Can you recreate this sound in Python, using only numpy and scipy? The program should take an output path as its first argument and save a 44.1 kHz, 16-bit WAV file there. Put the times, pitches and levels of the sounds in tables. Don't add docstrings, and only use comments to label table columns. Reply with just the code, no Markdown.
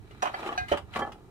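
import sys
import numpy as np
from scipy import signal
from scipy.fft import rfft, irfft, next_fast_len
from scipy.io import wavfile
from scipy.ndimage import map_coordinates

SR = 44100
rng = np.random.default_rng(int(sys.argv[2]) if len(sys.argv) > 2 else 0)


def bounce(signal):
    frames = np.transpose(np.atleast_2d(signal))
    limited = np.clip(frames, -1, 1)
    pcm = np.round(limited * 32767).astype(np.int16)
    wavfile.write(sys.argv[1], SR, pcm)


N = 57330

# f/Hz, relative level/dB
HUSH_SPECTRUM = [(15, -67), (25, -8.5), (116, -5.5), (240, -14), (421, -11), (560, -28.5), (826, -23),
                 (1490, -44), (3000, -44.5), (8810, -45.5), (15500, -52.5)]
WIND_SPECTRUM = [(20, -35), (50, -7.5), (95, -0.5), (170, -18.5), (500, -33), (2000, -100)]
HISS_SPECTRUM = [(300, -43), (1200, 10), (2200, 6.5), (3100, 2), (4000, -1.5), (6500, -15), (12000, -16.5),
                 (15500, -26)]
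CLATTER_SPECTRUM = [(170, -6.5), (380, -5.5), (750, 4), (1150, 3.5), (1600, -3), (2300, -9.5), (3100, -6.5),
                    (3700, -20.5), (6000, -26.5), (9000, -31), (14500, -40.5)]
# f/Hz, coherence/0-1
HUSH_COHERENCE = [(40, 1), (120, 1), (400, 0.69), (2000, 0.21), (8000, 0.077)]
WIND_COHERENCE = [(50, 0.78), (130, 0.85)]
TILE_COHERENCE = [(200, 1), (700, 0.87), (1500, 0.6), (3000, 0.12), (6000, 0.05), (15000, 0.072)]
# t/s, level/dB
GUSTS = [(0, -53), (.52, -76), (.615, -46.5), (.68, -59), (.8, -59), (.85, -44), (.88, -56.5), (1.3, -60.5)]
# t/s, delay/ms
LEFT_LAG = [(.25, 0.36), (.36, 0.37), (.47, 0.12), (.58, 0.42), (.72, 0.3), (.79, 0.06), (1.02, 0.071)]
# t/s, rasp level/dB, hiss level/dB
SLIDE_LEVELS = [(0, -78, -69.5), (.1, -64, -63.5), (.21, -68, -60.5), (.26, -39, -48.5), (.325, -45, -54),
                (.39, -44.5, -47), (.44, -39, -48), (.475, -43.5, -46), (.51, -42.5, -55.5),
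                (.56, -40.5, -53), (.6, -52, -52), (.675, -61, -57), (.70, -53, -41.5), (.78, -42, -56),
                (.83, -61.5, -76), (.92, -63, -59), (.965, -38.5, -38.5), (1.01, -35, -55),
                (1.06, -41.5, -77), (1.15, -59, -69), (1.3, -70.5, -71.5)]
# f/Hz, width/Hz, relative level/dB
RUB_RESONANCES = [(264, 105, -8.5), (381, 63, -3.5), (622, 208, -2), (729, 140, 3), (846, 102, 2),
                  (1160, 215, -3), (1360, 210, -4), (1910, 350, -18.5), (2770, 170, -17.5)]
CLATTER_EDGES = [170, 550, 1500, 3500, 16000]
CLATTER_DECAYS = [0.11, 0.099, .1, 0.093]
# f/Hz, relative level/dB, t60/s
FREE_MODES = [(735, 1.5, 0.29), (1613, 0.5, 0.31), (2051, -21, 0.44), (2070, -20.5, 0.64), (2483, -7, 0.21),
              (3800, -22.5, 0.29), (3980, -10, 0.12), (4160, -13, 0.056), (4580, -16, 0.12),
              (5667, -10.5, 0.061), (6370, -17.5, 0.074), (8180, -21.5, 0.04)]
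RIB_MODES = [(364.4, -3.5, 0.1), (809, -2, 0.094), (1154, 3.5, 0.042), (1723, -5.5, 0.071),
             (3040, -11.5, 0.037)]
BATTEN_MODES = [(73, -15.5, 0.15), (210, -19.5, 0.042), (424, 3, 0.12), (580.4, 0, 0.11), (714, 10, 0.021),
                (888, -10.5, 0.087), (970, -7.5, 0.075), (1365, -8, 0.096), (2415, -12, 0.08),
                (2860, -19, 0.056), (3053, -6, 0.066), (3190, -9, 0.035)]
OVERLAP_MODES = [(227.3, -5.5, 0.17), (386, -0.5, 0.065), (540.6, -10, 0.13), (730, 6, 0.1),
                 (815, -2, 0.17), (1124.6, 4.5, 0.084), (1323, -2.5, 0.14), (1723, -2.5, 0.16),
                 (2020, 0.5, 0.05), (2313, -9.5, 0.13), (3163, -6, 0.091), (4580, -11.5, 0.061)]
LIP_MODES = [(1260, 11, 0.064), (2080, 14.5, 0.058), (2872, 14.5, 0.089), (8600, -17, 0.073)]
# t/s, ring level/dB, ring tilt/dB per octave, strike point/0-1 along the tile,
# clatter level/dB in each of the four bands, left minus right/dB
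FREE_CLINKS = [(.2215, -42, 6, .18, -47, -33, -34, -45.5, 1.5),
               (.2255, -25, -21, 0.19, -36.5, -23, -36, -40, -6),
               (.2545, -33, -9, 0.2, -44, -23.5, -34, -45, -3.5), (.271, -45, 0, .2, -46, -35, -36, -53, 0),
               (.5765, -29, 0, 0, -58, -64, -39, -44.5, -1)]
RIB_BUMPS = [(.428, -40, -1, 0.28, -44, -40, -40, -56, -4),
             (.461, -37.5, -9, 0.097, -37, -39, -35.5, -47, 0),
             (.473, -40, -6.5, 0.056, -44, -40, -43, -47.5, -4),
             (.4895, -26.5, 2, 0.4, -38, -46, -43, -60, 1.5), (.526, -30, 0, 0.28, -47, -45, -42, -54, 0)]
BATTEN_KNOCKS = [(.7145, -30, -2.5, 0, -42, -38, -40, -65, -3),
                 (.7178, -22, -1.5, 0.009, -31, -36, -32, -41, -4.5),
                 (.7235, -28.5, -0.5, 0.014, -33, -36, -32, -50, 2.5),
                 (.733, -51, -5, 0.13, -29.5, -27, -38, -60, -2)]
OVERLAP_CLACKS = [(.3405, -36.5, 4.5, 0.23, -67, -34, -39.5, -57.5, -2.2),
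                  (.9585, -28, -2, 0.33, -34, -31, -32.5, -45.5, 0.71),
                  (.990, -33, -2, .17, -39, -33.5, -50, -46, -2),
                  (1.018, -25, -2, 0.366, -35.5, -39, -58, -66, -2.3),
                  (1.081, -43, -6, 0.35, -58, -56, -71, -73, -0.38)]
GRIT_TICKS = [(.109, -65, 0.5, 0.076, -53, -55, -59.5, -61, 0.89),
              (.683, -54, 2, .5, -73, -56, -46, -47, 0), (.772, -51, 4.5, 0.2, -70, -34.5, -36, -44, 0),
              (.936, -54, 0, 0.58, -69, -58, -44, -54.5, 0.82),
              (1.119, -53, -4, 0.39, -53, -59, -49.5, -52.5, 0)]


def amp(db):
    return 10 ** (np.asarray(db) / 20)


def unit(x):
    return x / np.sqrt(np.mean(x ** 2) + 1e-20)


def along(points, hz):
    freqs, values = np.transpose(points)
    return np.interp(np.log(hz + 1), np.log(freqs + 1), values)


def curves(rows):
    times, *columns = np.transpose(rows)
    return [np.interp(np.arange(N) / SR, times, column) for column in columns]


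def filtered(x, response):
    n = x.shape[-1]
    padded = next_fast_len(n + 8192)
    return irfft(rfft(x, padded) * response(np.fft.rfftfreq(padded, 1 / SR)), padded)[..., :n]


def decay(t, attack_s, t60):
    return (1 - np.exp(-t / attack_s)) * np.exp(-np.log(1000) * t / t60)


def add(out, start_s, sound):
    part = out[:, max(round(start_s * SR), 0):][:, :sound.shape[1]]
    part += sound[:, :part.shape[1]]


def panned(db):
    return amp(np.array([[db], [-db]]) / 2)


def lags(at_s):
    return np.array([[.5], [-.5]]) * np.interp(at_s, *np.transpose(LEFT_LAG)) / 1000


def stereo(pair, colour, coherence, delay_s=0):
    width = lambda hz: np.arccos(np.clip(along(coherence, hz), -1, 1)) / 2
    mid, side = filtered(pair, lambda hz: colour(hz) * np.array([np.cos(width(hz)), np.sin(width(hz))]))
    left_right = np.array([mid + side, mid - side])
    return unit(filtered(left_right, lambda hz: np.exp(-2j * np.pi * hz * delay_s)))


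def hush(level_db=-52):
    air = stereo(rng.standard_normal((2, N)), lambda f: amp(along(HUSH_SPECTRUM, f)), HUSH_COHERENCE)
    return amp(level_db) * panned(-1.5) * air


def wind():
    gust_db, = curves(GUSTS)
    rumble = stereo(rng.standard_normal((2, N)), lambda f: amp(along(WIND_SPECTRUM, f)), WIND_COHERENCE)
    return amp(gust_db) * panned(-15) * rumble


def roof(x, level_db=-12.5):
    tail = rng.standard_normal((2, SR // 3)) * decay(np.arange(SR // 3) / SR, attack_s=0.0037, t60=0.18)
    return amp(level_db) * signal.fftconvolve(x, tail / np.linalg.norm(tail[0]), axes=1)[:, :N]


def ceramic(x, ripple_db=4, spacing_hz=110, corner_hz=1500):
    hz = np.fft.rfftfreq(SR // 10, 1 / SR)
    knots = rng.standard_normal(int(hz[-1] / spacing_hz) + 2)
    db = ripple_db * map_coordinates(knots, [hz / spacing_hz]) * hz ** 2 / (hz ** 2 + corner_hz ** 2)
    cepstrum = irfft(np.log(amp(db)))
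    causal = np.arange(len(cepstrum)) < len(cepstrum) // 2
    answer = irfft(np.exp(rfft(2 * cepstrum * causal)))
    return signal.fftconvolve(x, answer[None], axes=1)[:, :N]


def clatter(at_s, band_db):
    t = np.arange(SR // 3) / SR
    out = np.zeros((2, len(t)))
    for lo, hi, db, t60 in zip(CLATTER_EDGES, CLATTER_EDGES[1:], band_db, CLATTER_DECAYS):
        skirts = lambda f: np.sqrt((1 + (lo / (f + 1)) ** 12) * (1 + (f / hi) ** 12))
        band = lambda f: amp(along(CLATTER_SPECTRUM, f)) / skirts(f)
        noise = stereo(rng.standard_normal(out.shape), band, TILE_COHERENCE, lags(at_s))
        envelope = decay(t, attack_s=0.00067, t60=t60)
        out += amp(db) * unit(noise * envelope) * np.sqrt(np.mean(envelope ** 2))
    return ceramic(out)


def slips(per_s=1100, spread_db=3.5):
    slipping = rng.random((2, N)) < per_s / SR
    return slipping * rng.standard_normal((2, N)) * amp(spread_db * rng.standard_normal((2, N)))


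def scrape(judder_depth_db=2, judder_per_s=110):
    rasp_db, hiss_db = curves(SLIDE_LEVELS)
    knots = rng.standard_normal(N // 50)
    judder_db = judder_depth_db * map_coordinates(knots, [np.arange(N) * judder_per_s / SR])
    body = lambda f: sum((-1) ** k * amp(db) * 1j * f * width / (hz * hz - f * f + 1j * f * width)
                         for k, (hz, width, db) in enumerate(RUB_RESONANCES))
    rasp = stereo(slips(), body, TILE_COHERENCE, lags(at_s=0.474))
    friction = 0.44 * unit(slips()) + 0.5 * rng.standard_normal((2, N))
    hiss = stereo(friction, lambda f: amp(along(HISS_SPECTRUM, f)), TILE_COHERENCE, lags(at_s=0.483))
    return ceramic(amp(judder_db + rasp_db) * rasp + amp(judder_db / 2 + hiss_db) * hiss)


def glove(t, hz, grip_s, t60=0.033, corner_hz=1200):
    return np.exp(-np.log(1000) * np.maximum(t - grip_s, 0) / t60 / (1 + (hz / corner_hz) ** 4))


def contacts(rows, modes, rise_s, grip_s=np.inf, node_db=12):
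    out = np.zeros((2, N))
    for at_s, ring_db, tilt_db, point, *band_db, pan_db in rows:
        t = np.maximum(np.arange(SR // 3) / SR - lags(at_s), 0)
        for k, (hz, mode_db, t60) in enumerate(modes):
            octaves = np.log2(hz / FREE_MODES[0][0])
            near_node = np.sin(np.pi * (k + 1) * point) ** 2
            level_db = ring_db + mode_db + tilt_db * octaves - node_db * near_node
            envelope = decay(t, rise_s, t60) * glove(t, hz, grip_s)
            wave = (-1) ** k * np.sqrt(2) * np.sin(2 * np.pi * hz * t)
            add(out, at_s, amp(level_db) * panned(pan_db) * envelope * wave)
        add(out, at_s, panned(pan_db) * clatter(at_s, band_db))
    return out


def scene():
    tile = (contacts(FREE_CLINKS, FREE_MODES, rise_s=0.001, grip_s=0.063)
            + contacts(RIB_BUMPS, RIB_MODES, rise_s=0.001)
            + contacts(BATTEN_KNOCKS, BATTEN_MODES, rise_s=0.0026)
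            + contacts(OVERLAP_CLACKS, OVERLAP_MODES, rise_s=0.0034)
            + contacts(GRIT_TICKS, LIP_MODES, rise_s=0.0024)
            + scrape())
    return tile + roof(tile) + hush() + wind()


def record(dry):
    return filtered(dry, lambda hz: hz < 15720)


dry = scene()
out = record(dry)
bounce(out)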